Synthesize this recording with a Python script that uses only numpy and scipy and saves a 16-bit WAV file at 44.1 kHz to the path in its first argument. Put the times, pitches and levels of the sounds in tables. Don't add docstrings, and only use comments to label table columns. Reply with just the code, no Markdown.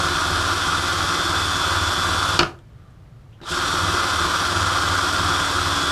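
import sys
import numpy as np
from scipy import signal
from scipy.fft import rfft, irfft
from scipy.io import wavfile
from scipy.ndimage import uniform_filter1d, minimum_filter1d

SR = 44100
rng = np.random.default_rng(int(sys.argv[2]) if len(sys.argv) > 2 else 0)


def dump_mix(stems):
    frames = np.atleast_2d(stems).T
    limited = np.clip(frames, -1, 1)
    pcm = np.round(limited * 32767).astype(np.int16)
    wavfile.write(sys.argv[1], SR, pcm)


N = 260658
TIME = np.arange(N) / SR

FREE_HZ = 289.3
GEAR_RATIO = 15
MESH_TEETH = 12
RELEASE_S, BRAKE_S = 2.375, .07
RESTART_S, SPIN_UP_S = 3.411, .039
# time_s, sag_turns_per_s, mesh_db
LOAD_OVER_TIME = [(0.0, 0.6, -47), (0.22, 0.8, -43), (0.47, 1.6, -46), (0.95, 0.8, -46), (1.03, 0.8, -41),
                  (1.42, 1.8, -35), (1.55, 2.8, -35), (2.34, 0.7, -35), (3.75, 0.2, -46), (4.16, 0.6, -45),
                  (4.36, 1.4, -42), (4.86, 2.5, -47), (5.03, 5.0, -45), (5.13, 2.3, -46), (5.31, 4.6, -35),
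                  (5.6, 3.4, -45), (5.74, 5.7, -35), (5.9, 6.3, -33)]

# time_s, level_db
RATTLE_OVER_TIME = [(0, -23), (1.5, -23.5), (2.3, -22.5), (3.6, -24), (3.95, -22.5), (5.9, -23)]
# pitch_hz, level_db
GEARBOX_COLOUR = [(120, -49.5), (200, -14.5), (330, -15.5), (430, -15.5), (650, -12), (880, -12.5),
                  (1190, -2), (1380, 0), (1620, -9), (1900, -20.5), (2800, -24.5), (5000, -19),
                  (9000, -46.5), (15000, -67)]
# pitch_hz, width_hz, lift_db
RATTLE_PEAKS = [(823, 25, 5), (957, 45, 2.5), (1056, 45, 4), (1440, 60, 2), (1610, 30, 3), (2470, 110, 5),
                (2590, 40, 5)]

# multiple_of_motor_speed, level_db
WHINE_TONES = [(4, -43.5), (5, -51), (6, -44.5), (7, -46), (9, -48), (11, -56.5), (13.37, -49.5),
               (13.91, -48), (15, -43), (20, -46.5), (21, -53), (25, -55.5), (33, -53), (35, -55.5),
               (40, -58), (44, -64.5), (45, -62)]
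HUM_DB, HUM_PER_SAG_DB = -44.5, 1.27

# pitch_hz, level_db
WIRE_COLOUR = [(500, -18.5), (1800, -7), (2800, -10), (3150, 5.5), (3800, 2.5), (4200, -3), (4700, -0.5),
               (5600, -2), (6100, -8), (8400, -7.5), (9200, -14), (11500, -18), (12900, -29), (13100, -31),
               (15200, -27.5)]
# pitch_hz, width_hz, energy_db
CUP_MODES = [(3330, 110, 0), (3578, 80, 5.5), (3110, 71, 1), (4580, 100, -12), (5740, 44, -6),
             (6686, 65, -6), (7260, 80, -13.5)]
SCRATCH_DB, SCRATCH_PER_SAG_DB = -33, 0.16

# pitch_hz, width_hz, energy_db
BENCH_MODES = [(80.4, 29, -11.5), (96.2, 16, 1.5), (161, 19, 2.5), (293, 30, -23), (326.3, 11.7, -8.5),
               (353, 13, 4.5), (620, 110, -16.5)]
# multiple_of_motor_speed, level_db
SHAFT_WOBBLE = [(.1333, -13), (.2, -13), (.2727, -2), (.3333, 0), (.6, -12), (.8667, -17), (1.1333, -12),
                (1.2667, -13)]
SHAKE_DB, BEAT_DB, BEAT_CREST_S = -32, 2.5, 1.42
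MOTOR_TURNS_PER_BEAT = 100

# start_s, level_db, treble_tilt_db_per_octave
LOCK_BLOWS = [(2.3912, -1, 3), (2.398, -10.5, 1), (2.406, -12, -3.5), (2.411, -17.5, -1.5),
              (2.424, -18, -5.5), (2.431, -11.5, 0.5), (2.452, -21.5, -6)]
# pitch_hz, level_db
LOCK_COLOUR = [(40, -12), (90, 1), (150, 0), (240, -7), (345, 1), (500, -8), (750, -3), (1000, -2),
               (1450, 3), (1950, -9), (2950, -2), (3700, -8), (4800, -6), (8000, -25), (15000, -48)]
CONTACT_GAP_S, DULLING_DB = 0.0012, 1.5

# start_s, level_db, pitch_hz, t60_s
LIGHT_TAPS = [(2.589, -40, 8000, .012), (2.588, -43, 3300, .04), (2.905, -50, 8500, .03),
              (3.06, -50, 2000, .033), (3.328, -48, 3150, 0.15), (3.388, -41, 1400, 0.033),
              (3.403, -39, 1500, .033)]
TAP_WIDTH = 0.19
# start_s, level_db
WIRE_CATCHES = [(3.4142, -28.5), (3.427, -29), (3.434, -24.5)]
PING_HZ, PING_T60_S = 3820, .065
PING_WIDTH = .044
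# pitch_hz, level_db
CONTACT_COLOUR = [(300, 16.0), (1200, 7), (5000, -5.5), (15000, -28)]

# middle_s, length_s, level_db
GLOVE_RUBS = [(2.86, 0.35, -60), (3.221, 0.28, -65)]
# pitch_hz, level_db
RUB_COLOUR = [(180, -29.5), (300, 2.5), (416, -7.5), (459, -0.5), (507, -3.5), (568, 0), (959, -12),
              (1190, 7), (2600, -21.5), (3220, -10), (7540, -33.5), (11400, -36), (15000, -39)]

# pitch_hz, level_db
RUMBLE_COLOUR = [(15, -15.5), (35, -7), (52, -0.5), (80, -1.5), (120, 2.5), (160, -4.5), (210, -15),
                 (400, -20.5), (1000, -27.5), (4000, -39.5), (15000, -54)]
RUMBLE_DB = -44.5
# pitch_hz, t60_s
ROOM_DECAY = [(100, 0.14), (400, 0.35), (1300, 0.25), (5000, 0.19), (12000, 0.36)]
EDGE_HZ = 15280


def motor():
    braking = np.clip(1 - (TIME - RELEASE_S) / BRAKE_S, 0, 1)
    lags = np.maximum(TIME - RESTART_S, 0) / SPIN_UP_S
    starting = 1 - (1 + lags) * np.exp(-lags)
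    sag, _ = curves(LOAD_OVER_TIME)
    return np.maximum(braking, starting), sag


def gears(pace, turns, level_db, rate=1500, spread_db=-0.5, throb=0.04, trim_db=0.5):
    throbbing = 1 + throb * np.cos(2 * np.pi * turns)
    knocks = impacts(rate * pace, spread_db) * throbbing
    rattle = steady(colour(knocks, GEARBOX_COLOUR, RATTLE_PEAKS))
    return amp(level_db + trim_db) * pace * rattle


def whine(speed, pace, waver=.4, waver_hz=7, jitter=.25, per_sag_db=-.5, mesh_db=2, mesh_unrest=.28,
          spin_up_db=-32):
    angle = 2 * np.pi * np.cumsum(speed) / SR

    def line(order, unrest):
        wander = unrest * jitter * drift(waver_hz) + 2 * np.pi * rng.random()
        strength = 1 + unrest * waver * drift(waver_hz)
        return np.sqrt(2) * strength * np.cos(order * angle + wander)

    sag, mesh = curves(LOAD_OVER_TIME)
    mesh_tone = amp(mesh + mesh_db) * line(MESH_TEETH, mesh_unrest)
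    hum = amp(HUM_DB + HUM_PER_SAG_DB * sag) * line(1, .5)
    others = amp(per_sag_db * sag) * sum(amp(db) * line(order, 0.93) for order, db in WHINE_TONES)

    gathering = uniform_filter1d(np.gradient(speed) * SR, 2000)
    torque = np.clip(gathering / 1000, 0, 1) ** .5
    crossing = 1 / (1 + ((MESH_TEETH * speed - 3150) / 650) ** 2)
    rough_tone = (1 + .5 * drift(60)) * np.cos(MESH_TEETH * angle + .9 * drift(60))
    grind = torque * crossing * rough_tone
    run_up = pace ** 4
    return amp(spin_up_db) * grind + run_up * (mesh_tone + hum + others)


def brush(pace, turns, scratch_db, rate=9000, spread_db=2.5, throb=.09, scratch_trim_db=4.5, ring_db=-3):
    throbbing = 1 + throb * np.cos(2 * np.pi * turns)
    flicks = impacts(rate * pace, spread_db) * throbbing
    scratch_fade = np.minimum(1.5 * pace, 1) ** 2
    scratch = amp(scratch_trim_db) * scratch_fade * steady(colour(flicks, WIRE_COLOUR))
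    ringing = amp(ring_db) * pace ** 2 * steady(ring(flicks, CUP_MODES))
    return amp(scratch_db) * (scratch + ringing)


def bench(pace, turns, sharp=4, thump_db=-3.5, thump_beat=0.28, waver=.2, swing=0.11):
    turns_from_crest = turns - np.interp(BEAT_CREST_S, TIME, turns)
    beats = turns_from_crest * GEAR_RATIO / MOTOR_TURNS_PER_BEAT
    swell_db = BEAT_DB * np.cos(2 * np.pi * beats) + 1.3 * drift(6)

    push = np.cos(2 * np.pi * turns)
    shove = np.exp(sharp * push / 2) * rng.standard_normal(N)
    rumble_cut = signal.butter(2, 45, "high", fs=SR, output="sos")
    thump = steady(signal.sosfilt(rumble_cut, ring(shove * pace ** .6, BENCH_MODES)))

    shafts = np.zeros(N)
    for order, db in SHAFT_WOBBLE:
        turning = np.cos(2 * np.pi * order * GEAR_RATIO * turns)
        shafts += amp(db) * (1 + waver * drift(3.4)) * turning
    wobble = steady(pace ** 4 * shafts * (1 + swing * push))

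    swelling_thump = amp(thump_db + thump_beat * swell_db) * thump
    return amp(SHAKE_DB) * (swelling_thump + amp(swell_db) * wobble)


def clacks(chatter_db=-11, body_s=2.402, body_t60=0.27, body_db=-19.0, body_tilt_db=-5, rattly_db=-12, count=4):
    out, t = np.zeros(N), TIME[:SR // 4]
    for s, db, tilt in LOCK_BLOWS:
        for k in range(count):
            crack = amp(chatter_db) * rng.choice([-1, 1], len(t)) * amp(-60 * t / .012)
            crack[0] = rng.choice([-1, 1])
            blow = colour(crack, LOCK_COLOUR, tilt_db=tilt - DULLING_DB * k)
            rattly = colour(crack, GEARBOX_COLOUR, RATTLE_PEAKS)
            both = blow / abs(blow).max() + amp(rattly_db) * rattly / abs(rattly).max()
            add(out, s + CONTACT_GAP_S * k, amp(db) * both)
    shudder = colour(rng.standard_normal(len(t)), LOCK_COLOUR, tilt_db=body_tilt_db)
    add(out, body_s, amp(body_db) * unit(shudder) * amp(-60 * t / body_t60))
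    return out


def taps(trim_db=-7):
    out = np.zeros(N)
    for s, db, hz, t60 in LIGHT_TAPS:
        add(out, s, contact(db + trim_db, hz, t60, TAP_WIDTH))
    for s, db in WIRE_CATCHES:
        add(out, s, contact(db + trim_db, PING_HZ, PING_T60_S, PING_WIDTH))
    return out


def contact(db, hz, t60, width):
    t = TIME[:SR // 4]
    resonance = [(hz, 2 * width * hz, 22)]
    scrape = unit(colour(rng.standard_normal(len(t)), CONTACT_COLOUR, resonance))
    return amp(db) * scrape * amp(-60 * t / t60)


def handling():
    level = sum(amp(db) * np.exp(-(2 * (TIME - s) / length) ** 2) for s, length, db in GLOVE_RUBS)
    return level * unit(colour(impacts(3000, 3), RUB_COLOUR))


def background():
    return amp(RUMBLE_DB) * unit(colour(rng.standard_normal(N), RUMBLE_COLOUR))


def room(x, wet_db=-7):
    echoes = rng.standard_normal(SR // 2) * (TIME[:SR // 2] > .004)
    hz, t, bands = signal.stft(echoes, SR, nperseg=256)
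    fading = amp(-60 * t / read(ROOM_DECAY, hz)[:, None])
    tail = signal.istft(bands * fading, SR, nperseg=256)[1]
    wet = signal.oaconvolve(x, tail / np.linalg.norm(tail))[:N]
    return (x + amp(wet_db) * wet) / np.sqrt(1 + amp(2 * wet_db))


def impacts(rate, spread_db):
    size = amp(spread_db * np.minimum(rng.exponential(1, N), 4))
    return size * rng.choice([-1, 1], N) * (rng.random(N) < rate / SR)


def ring(x, modes):
    t = TIME[:SR // 4]
    response = np.zeros(len(t))
    for hz, width, db in modes:
        decay = np.exp(-np.pi * width * t)
        response += amp(db) * np.sqrt(width) * decay * np.sin(2 * np.pi * hz * t)
    return signal.oaconvolve(x, response)[:N]


def colour(x, points, bumps=(), tilt_db=0, size=4096):
    hz = abs(np.fft.fftfreq(size, 1 / SR))
    db = read(points, hz) + tilt_db * np.log2(np.maximum(hz, 500) / 2000)
    for centre, width, lift in bumps:
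        db = db + lift / (1 + (2 * (hz - centre) / width) ** 2)
    spectrum = np.exp(np.conj(signal.hilbert(np.log(amp(db)))))
    response = np.fft.ifft(spectrum).real
    return signal.oaconvolve(x, response)[:len(x)]


def drift(hz):
    f = np.fft.rfftfreq(N, 1 / SR)
    return unit(irfft(rfft(rng.standard_normal(N)) / (1 + (f / hz) ** 2), N))


def read(points, hz):
    f, value = np.transpose(points)
    return np.interp(np.log(hz + 1), np.log(f), value)


def curves(rows):
    s, *columns = np.transpose(rows)
    return [np.interp(TIME, s, c) for c in columns]


def amp(db):
    return 10 ** (np.asarray(db) / 20)


def unit(x):
    return x / np.sqrt(np.mean(x ** 2) + 1e-20)


def steady(x):
    return x / np.std(x[:2 * SR])


def add(mix, s, sound):
    part = mix[round(s * SR):][:len(sound)]
    part += sound[:len(part)]


def scene(coast_db=-5, bite_db=2):
    pace, sag = motor()
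    speed = pace * (FREE_HZ - sag)
    turns = np.cumsum(speed) / SR / GEAR_RATIO

    pull = np.tanh(uniform_filter1d(np.gradient(speed) * SR, 400) / 2000)
    rising, slowing = np.maximum(pull, 0), np.maximum(-pull, 0)
    gear_db = curves(RATTLE_OVER_TIME)[0] + coast_db * slowing
    scratch_db = SCRATCH_DB + SCRATCH_PER_SAG_DB * sag + bite_db * rising + coast_db * slowing

    airborne = gears(pace, turns, gear_db) + brush(pace, turns, scratch_db) + clacks() + taps()
    mix = room(airborne) + whine(speed, pace) + bench(pace, turns) + handling() + background()
    return mix[None]


def record(dry):
    allowed = np.minimum(1, .97 / (abs(dry) + 1e-9))
    gain = uniform_filter1d(minimum_filter1d(allowed, 65), 65)
    treble_cut = signal.firwin(1023, EDGE_HZ, window=("kaiser", 9), fs=SR)
    return signal.oaconvolve(dry * gain, treble_cut[None], "same")


dry = scene()
out = record(dry)
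dump_mix(out)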